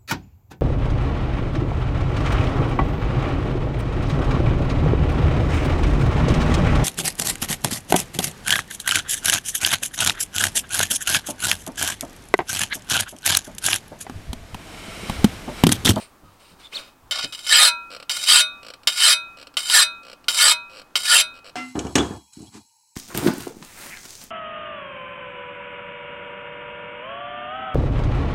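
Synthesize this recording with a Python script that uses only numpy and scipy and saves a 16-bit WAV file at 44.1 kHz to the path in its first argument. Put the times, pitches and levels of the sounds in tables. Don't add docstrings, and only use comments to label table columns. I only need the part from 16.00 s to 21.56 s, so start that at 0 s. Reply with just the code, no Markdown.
import sys
import numpy as np
from scipy import signal
from scipy.fft import rfft, irfft
from scipy.io import wavfile
from scipy.ndimage import uniform_filter1d, map_coordinates

SR = 44100
rng = np.random.default_rng(int(sys.argv[2]) if len(sys.argv) > 2 else 0)


def persist_wave(psi):
    counts = np.round(np.clip(psi, -1, 1) * 32767).astype(np.int16)
    wavfile.write(sys.argv[1], SR, np.atleast_2d(counts).T)


N = 245017
TIME = np.arange(N) / SR


def undb(db):
    return 10 ** (np.asarray(db) / 20)


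def unit(x):
    return x / np.sqrt(np.mean(x ** 2))


def noise():
    return rng.standard_normal(N)


def walk(rate):
    return 1.175 * np.interp(TIME * rate, np.arange(8000), rng.standard_normal(8000))


def colour(x, points):
    hz, db = np.transpose(points)
    size = 2048
    grid_hz = np.fft.rfftfreq(size, 1 / SR) + 1
    log_gain = np.log(undb(np.interp(np.log(grid_hz), np.log(hz), db)))
    cepstrum = irfft(log_gain)
    cepstrum[1:size // 2] *= 2
    cepstrum[size // 2 + 1:] = 0
    response = irfft(np.exp(rfft(cepstrum)))
    return signal.fftconvolve(x, response)[:N]


def resonate(x, hz, width):
    return signal.lfilter(*signal.iirpeak(hz, hz / width, fs=SR), x)


def band(x, hz, kind):
    return signal.sosfiltfilt(signal.butter(4, hz, kind, fs=SR, output="sos"), x)


def burst(start, decay, rise):
    age = np.maximum(TIME - start, 0)
    return (1 - np.exp(-np.minimum(age / rise, 20))) * np.exp(-np.minimum(age / decay, 20))


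def bell(centre, width):
    return np.exp(-.5 * ((TIME - centre) / width) ** 2)


def gate_db(start, end, attack_db_per_s, release_db_per_s):
    before = np.maximum(start - TIME, 0)
    after = np.maximum(TIME - end, 0)
    return np.maximum(-attack_db_per_s * before - release_db_per_s * after, -120)


def grains(spread_db):
    return unit(noise() * undb(spread_db * walk(1400)))


# frequency in Hz, relative level in dB.
AIR_SPECTRUM = [(20, -1), (60, -4), (150, -8.5), (270, -4), (420, -9), (700, -8), (1150, -6), (2000, -18.5),
                (5000, -25.5), (16000, -35)]
AIR_DB = -55
HISS_DB, HISS_FADE_DB_PER_S = -63.5, 1.5


def air():
    still_air = undb(AIR_DB + 1.0 * walk(15)) * unit(colour(noise(), AIR_SPECTRUM))
    hiss = undb(HISS_DB - HISS_FADE_DB_PER_S * TIME) * noise()
    return still_air + hiss


# frequency in Hz, width in Hz, relative level in dB in the light glide, and in the hard rasp.
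PRESSED_MODES = [(637, 34, -15.5, -15), (790, 28, -19, -13.5), (969, 42, -20.5, -5.5),
                 (1139, 7.6, -9.5, -12), (1235, 20, -10, -3), (1439, 25, -0.5, 0), (1746, 70, -14, -3.5),
                 (2190, 53, -5, -6), (2474, 40, -6, -7.5), (2730, 56, -13.5, -3), (3064, 95, 1.5, -0.5),
                 (3240, 8, -1.5, -3), (3717, 28, 4, -1.5), (3837, 30, 1.5, -5), (4097, 41, -4, 1),
                 (4417, 120, -6, -4), (4650, 120, -8, -2.5), (4896, 59, 0, -2.5), (5076, 49, -8.5, -5),
                 (5440, 30, -6.5, -5), (5940, 40, -13, -7.5), (7203, 22, -2.5, -1), (7453, 79, -8.5, -2),
                 (8010, 50, -16, 0), (8250, 42, -11, 0), (8740, 45, -9, -5.5), (9330, 140, -18.5, -7),
                 (10140, 23, -18, -2), (10830, 24, -17.5, 1), (12360, 160, -24.5, -15)]


def glide_tone(force):
    return unit(sum(undb(light) * resonate(force, hz, width) for hz, width, light, _ in PRESSED_MODES))


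# frequency in Hz, relative level in dB.
CLOTH_SPECTRUM = [(71, -42.5), (120, -9.5), (343, -7), (655, 0), (739, -13), (1280, -1.5), (1760, -8),
                  (2480, -0.5), (3360, -7), (4120, -2.5), (6290, -15), (15000, -26)]
# start in seconds, end in seconds, level in dB before brush_db, dry hiss in dB re that level.
BRUSHES = [(0.0, .032, -38, -3), (0.248, 0.364, -60, -12), (0.402, 0.525, -49.5, -9),
           (.598, .66, -45.5, -12), (0.723, 0.887, -47.5, -20), (.735, 0.793, -35, -14)]
BRUSH_ATTACK_DB_PER_S, BRUSH_RELEASE_DB_PER_S = 1198, 380
DRY_HISS_HZ, DRY_HISS_WIDTH_HZ = 8700, 1400


def brushes(brush_db=-6.0, blade_db=-5):
    cloth = unit(colour(grains(spread_db=2.5), CLOTH_SPECTRUM)) + undb(blade_db) * glide_tone(noise())
    dry_hiss = resonate(noise(), DRY_HISS_HZ, DRY_HISS_WIDTH_HZ)
    dry_hiss = unit(resonate(dry_hiss, DRY_HISS_HZ, DRY_HISS_WIDTH_HZ))
    out = 0
    for start, end, db, hiss_db in BRUSHES:
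        gate = gate_db(start, end, BRUSH_ATTACK_DB_PER_S, BRUSH_RELEASE_DB_PER_S)
        out = out + undb(brush_db + db + gate) * (cloth + undb(hiss_db) * dry_hiss)
    return out


# start in seconds, level in dB, frequency in Hz, decay time constant in seconds.
BUMPS = [(.232, -38, 258, 0.0076), (.24, -49.5, 94, 0.066), (0.512, -47.5, 169, .03), (.79, -46, 301, .02),
         (1.025, -50, 42, .1), (1.238, -33.5, 282, 0.016), (1.245, -44.5, 120.5, 0.038)]


def bumps(rattle=0.9):
    out = 0
    for start, db, hz, decay in BUMPS:
        rattling = rattle * unit(band(noise(), 3 * hz, "low"))
        thud = np.sin(2 * np.pi * hz * (TIME - start)) + rattling
        out = out + undb(db) * burst(start, decay, rise=0.002) * thud
    return out


# fastest moment in seconds, width of the speed swell in seconds, half length in seconds,
# ribs a second at the fastest in Hz, level in dB.
ZIPS = [(.272, .12, .035, 1270, -54), (.655, 0.08, .026, 3600, -43), (.759, .027, .031, 4190, -29.5)]
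ZIP_FADE_DB = 18


def zips(jitter=.035, overtone_db=-20, flutter_db=3.5):
    out = 0
    for s, swing, half, top_hz, db in ZIPS:
        rib_hz = top_hz * bell(s, swing) * (1 + jitter * walk(1200))
        phase = 2 * np.pi * np.cumsum(rib_hz) / SR
        ribs = np.sin(phase) + undb(overtone_db) * np.sin(2 * phase)
        ribs = ribs * undb(flutter_db * walk(300))
        away = ((TIME - s) / half) ** 4
        out = out + ribs * undb(db - ZIP_FADE_DB * away)
    return out


# frequency in Hz, relative level in dB, 60 dB decay time in seconds,
# change in dB when the contact leaves at the corner.
FREE_MODES = [(625,-38.5,.33,4), (960,-40,.43,-5), (1167,-43.5,1.4,5), (1365,-35,.74,-3),
              (1445,-31.5,.35,5), (1609,-37,.41,-3), (2060,-35,.16,0), (2250,-34,.16,0),
              (2525,-25.5,.56,-1), (3052,-47,.26,-3), (3714,-22,.27,4), (3835,-30,.16,0), (4046,-22,.22,-1),
              (4620,-37.5,.11,0), (4860,-29,.08,0), (5685,-43,.15,0), (6003,-29,.14,0), (7200,-37.5,.11,0),
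              (7995,-33,.1,0), (8290,-32,.13,0), (8511,-35.5,.11,0), (10165,-41,.15,0), (10863,-31,.14,0)]
# time in seconds, change of the flexing modes in dB,
# low ring in dB, high ring in dB, place of leaving from -1 early to 1 at the corner.
SLEEVE_OFF = (0.788, 0, -23.5, -26, .8)
FLEX_HZ = 1100


def ring(build_s=0.022, scatter_db=1.5, split_hz=3300):
    out = np.zeros(N)
    hz, mode_db, t60, corner_db = np.transpose(FREE_MODES)[:, :, None]
    lifts = [(s, flex_db, low_db, high_db, place)
             for _, _, _, s, *_, flex_db, _, low_db, high_db, place in STROKES]
    for s, flex_db, low_db, high_db, place in [SLEEVE_OFF] + lifts:
        span = (TIME > s - .15) & (TIME < s + 1)
        age = TIME[span] - s
        chance = rng.standard_normal((len(FREE_MODES), 2))
        strength_db = flex_db * (hz < FLEX_HZ) + np.where(hz < split_hz, low_db, high_db)
        db = mode_db + strength_db + place * corner_db + scatter_db * chance[:, 1:]
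        build = np.minimum(age, 0) / build_s
        decay = np.log(1000) * np.maximum(age, 0) / t60
        tones = np.sin(2 * np.pi * (hz * age + chance[:, :1]))
        out[span] += np.sum(undb(db) * np.exp(build - decay) * tones, axis=0)
    return out


# frequency in Hz, relative level in dB.
TAP_SPECTRUM = [(88, -70), (150, -43.5), (1420, -11.5), (1790, -21), (2140, -7), (2550, -16), (3040, 4.5),
                (3420, -7.5), (3770, -10.5), (6140, -21), (6770, -31), (7320, -28), (16000, -40.5)]
# time in seconds, level in dB.
NICKS = [(1.348, -28), (1.391, -28), (1.466, -23), (1.494, -17), (2.169, -19), (2.285, -14), (2.322, -11.5),
         (3.699, -11)]
TAP_DECAY_S, NICK_DECAY_S = .012, .005
# landing, start of the push, full pressure and lift, all in seconds, then tap, glide and rasp
# in dB, change of the flexing bass in dB, hiss in dB re level, low ring and high ring in dB,
# place of leaving the edge from -1 early to 1 at the corner.
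STROKES = [ (1.110, 1.21, 1.238, 1.246, -17, -29.5, -23, 0, -17, -17, -28, 0),
           (1.262, 1.285, 1.5, 1.312, -41, -56, -53, 0, -1, -40, -40, 0),
           (1.324, 1.428, 1.527, 1.686, -28, -43, -12, 1.5, -5.5, 1.5, -1.5, -1),
           (2.095, 2.266, 2.290, 2.41, -16, -29.5, -12, -2, -5, 0.5, 2.5, 1),
           (2.872, 2.951, 3.040, 3.134, -7, -30.5, -13, -2.5, -5.5, 0, 2.5, 0),
           (3.569, 3.652, 3.752, 3.831, -14, -32, -12.5, -1, -4, 0.5, 2, 0),
           (4.283, 4.328, 4.415, 4.523, -10.5, -31, -14, 2, -3, -1, -4.5, -.4),
           (4.955, 5.031, 5.113, 5.213, -11.5, -32, -13.5, 0, -4, -3.5, -1.5, .2)]


def taps(grit_db=-3):
    landings = sum(undb(db) * burst(lands, TAP_DECAY_S, rise=0.00028)
                   for lands, _, _, _, db, *_ in STROKES)
    catches = sum(undb(db) * burst(s, NICK_DECAY_S, rise=0.00028) for s, db in NICKS)
    crunch = unit(colour(noise(), TAP_SPECTRUM))
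    return (landings + catches) * unit(glide_tone(noise()) + undb(grit_db) * crunch)


SETTLE_DB, SETTLE_S = 6.5, 0.027
EASE_DB, EASE_S = 2.5, 0.016
MID_EDGE_S, MID_EDGE_WIDTH_S = 0.058, .026
GLIDE_BASS_DB, RASP_BASS_DB, MID_EDGE_BASS_DB, LANDING_BASS_DB = -21.5, -27, 10.5, 7.5
RASP_HISS_DB, MID_EDGE_HISS_DB, EASE_HISS_DB = -2.5, 3.5, 3


def contact(press_db_per_s, release_db_per_s):
    strokes = []
    for lands, pushes, full, lifts, _, glide_db, rasp_db, flex_db, hiss_db, *_ in STROKES:
        push = np.clip((TIME - pushes) / max(full - pushes, 1e-3), 0, 1)
        settle = np.exp(-np.maximum(TIME - lands, 0) / SETTLE_S)
        ease = np.exp(-np.maximum(lifts - TIME, 0) / EASE_S)
        mid_edge = bell(lifts - MID_EDGE_S, MID_EDGE_WIDTH_S)
        level = glide_db + (rasp_db - glide_db) * push + SETTLE_DB * settle - EASE_DB * ease
        level = level + gate_db(lands + TAP_DECAY_S, lifts, press_db_per_s, release_db_per_s)
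        bass = flex_db + GLIDE_BASS_DB + (RASP_BASS_DB - GLIDE_BASS_DB) * push
        bass = bass + MID_EDGE_BASS_DB * mid_edge + LANDING_BASS_DB * settle
        hiss = hiss_db + RASP_HISS_DB * push + MID_EDGE_HISS_DB * mid_edge + EASE_HISS_DB * ease
        strokes.append((level, bass, hiss))
    strokes = np.array(strokes)
    loudest = np.argmax(strokes[:, 0], axis=0)
    return strokes[loudest, :, np.arange(N)].T


# frequency in Hz, relative level in dB.
GRIT_SPECTRUM = [(120, -72), (200, -35), (448, -35), (749, -9.5), (836, -18), (933, -15), (1300, -7),
                 (1450, -2.5), (2910, -4), (3830, 2.5), (5040, -8.5), (6400, -12.5), (7270, -6.5),
                 (11100, -13.5), (16000, -31.5)]


def plate(force, t60_s):
    size = 8192
    response = rng.standard_normal(size) * undb(-60 * TIME[:size] / t60_s)
    return unit(colour(signal.fftconvolve(force, response)[:N], GRIT_SPECTRUM))


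def rasp_tone(force, wander_db, wander_rate):
    return unit(sum(undb(hard + wander_db * walk(wander_rate)) * resonate(force, hz, width)
                    for hz, width, _, hard in PRESSED_MODES))


def rim_echo(x, lag_s, sway, gain):
    lag = lag_s * np.exp(sway * walk(11))
    return x + gain * map_coordinates(x, [np.arange(N) - lag * SR], order=3)


def steady(x, span_s):
    power = np.abs(uniform_filter1d(x ** 2, int(span_s * SR)))
    return x / np.sqrt(power + 1e-12)


def stone(bite_db=-20, bite_range_db=3, glide_grit_db=-12, rasp_grit_db=-6,
          chatter_db=2.5, rasp_chatter_db=1.05):
    db, bass_db, hiss_db = contact(press_db_per_s=5000, release_db_per_s=1150)
    bite = 1 / (1 + np.exp((bite_db - db) / bite_range_db))
    glide = glide_tone(grains(spread_db=3.5))
    glide = glide + undb(glide_grit_db) * plate(grains(spread_db=2.5), t60_s=0.074)
    rasp = rasp_tone(grains(spread_db=4.0), wander_db=5.0, wander_rate=35)
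    rasp = rasp + undb(rasp_grit_db) * plate(grains(spread_db=2.0), t60_s=0.091)
    rasp = rim_echo(rasp, lag_s=0.000791, sway=.4, gain=.35)
    out = 0
    for tone, share, rough_db in (glide, 1 - bite, chatter_db), (rasp, bite, rasp_chatter_db):
        tone = band(tone, 480, "high")
        bass, treble = band(tone, 1127, "low"), band(tone, 6510, "high")
        middle = tone - bass - treble
        treble = treble - 0.45 * band(treble, 11500, "high")
        parts = (bass, bass_db - .6), (middle, -.3), (treble, hiss_db + 0.22)
        mix = sum(undb(part_db) * steady(part, span_s=0.019) for part, part_db in parts)
        chatter = unit(undb(rough_db * walk(170)))
        out = out + np.sqrt(share) * chatter * mix
    return out * undb(db)


# first slip in seconds, last slip in seconds, slips a second, final level in dB.
CREAKS = [(1.903, 1.936, 90, -32), (2.630, 2.702, 56, -30), (3.371, 3.427, 71, -33),
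          (4.034, 4.130, 64, -32.5), (4.696, 4.797, 105, -35), (5.34, 5.388, 80, -41.5),
          (5.444, 5.493, 110, -34.5)]
CREAK_GROW_DB_PER_S, SLIP_JITTER_S, SLIP_SCATTER_DB = 91, .0008, 1.2
# time in seconds, level in dB.
LATE_SLIPS = [(1.948, -29.5), (1.964, -30.5), (2.000, -32.5), (2.026, -31.5), (2.737, -31), (2.833, -41),
              (3.470, -34.5), (3.540, -40.5), (4.242, -41.5), (4.816, -37.5)]


def slips():
    runs = []
    for first, last, rate, db in CREAKS:
        s = np.linspace(first, last, 1 + round((last - first) * rate))
        time_chance, level_chance = rng.standard_normal(size=(64, 2))[:len(s)].T
        levels = db - CREAK_GROW_DB_PER_S * (last - s) + SLIP_SCATTER_DB * level_chance
        runs += zip(s + SLIP_JITTER_S * time_chance, levels)
    return runs + LATE_SLIPS


# frequency in Hz, relative level in dB.
SLIP_SPECTRUM = [(88, -23), (150, -19.5), (545, 2.5), (954, -12), (1430, 0), (1800, -12), (2920, 4),
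                 (3540, -5.5), (4120, 0.5), (5720, -12.5), (6430, -29.5), (7790, -11.5), (10000, -20.5),
                 (15000, -32)]
# frequency in Hz, width in Hz, level in dB re the knocks.
SEAT_MODES = [(284, 22, 9.5), (576, 130, 0), (3050, 75, -5), (4920, 180, -2), (5600, 100, 5)]


def creak(decay_s=0.004, tail_db=-21, tail_s=0.016, vary=0.5, seat_db=-1):
    size = 4096
    shape = burst(0, decay_s, rise=0.00046) + undb(tail_db) * burst(0, tail_s, rise=0.0032)
    shape = shape[:size]
    frame, force = rng.standard_normal(size), np.zeros(N + size)
    for s, db in slips():
        start = int(s * SR)
        force[start:start + size] += undb(db) * shape * (frame + vary * rng.standard_normal(size))
    filter_gain = np.std(colour(noise(), SLIP_SPECTRUM))
    knocks = undb(seat_db) * colour(force[:N], SLIP_SPECTRUM) / filter_gain
    return knocks + sum(undb(db) * resonate(knocks, hz, width) for hz, width, db in SEAT_MODES)


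def shed(x, t60_s=.13, wet_db=-21):
    tail = band(noise(), 5600, "low") * burst(0.0024, t60_s / np.log(1000), rise=0.0023)
    return x + undb(wet_db) * signal.fftconvolve(x, tail / np.linalg.norm(tail))[:N]


def scene():
    handling = brushes() + bumps() + zips()
    sources = handling + ring() + taps() + stone() + creak()
    return (shed(sources) + air())[None]


TOP_HZ = 15900


def record(dry):
    ceiling = .95
    rounded = dry / (1 + (dry / ceiling) ** 6) ** (1 / 6)
    return signal.sosfilt(signal.ellip(10, .2, 70, TOP_HZ, fs=SR, output="sos"), rounded)


dry = scene()
out = record(dry)
persist_wave(out)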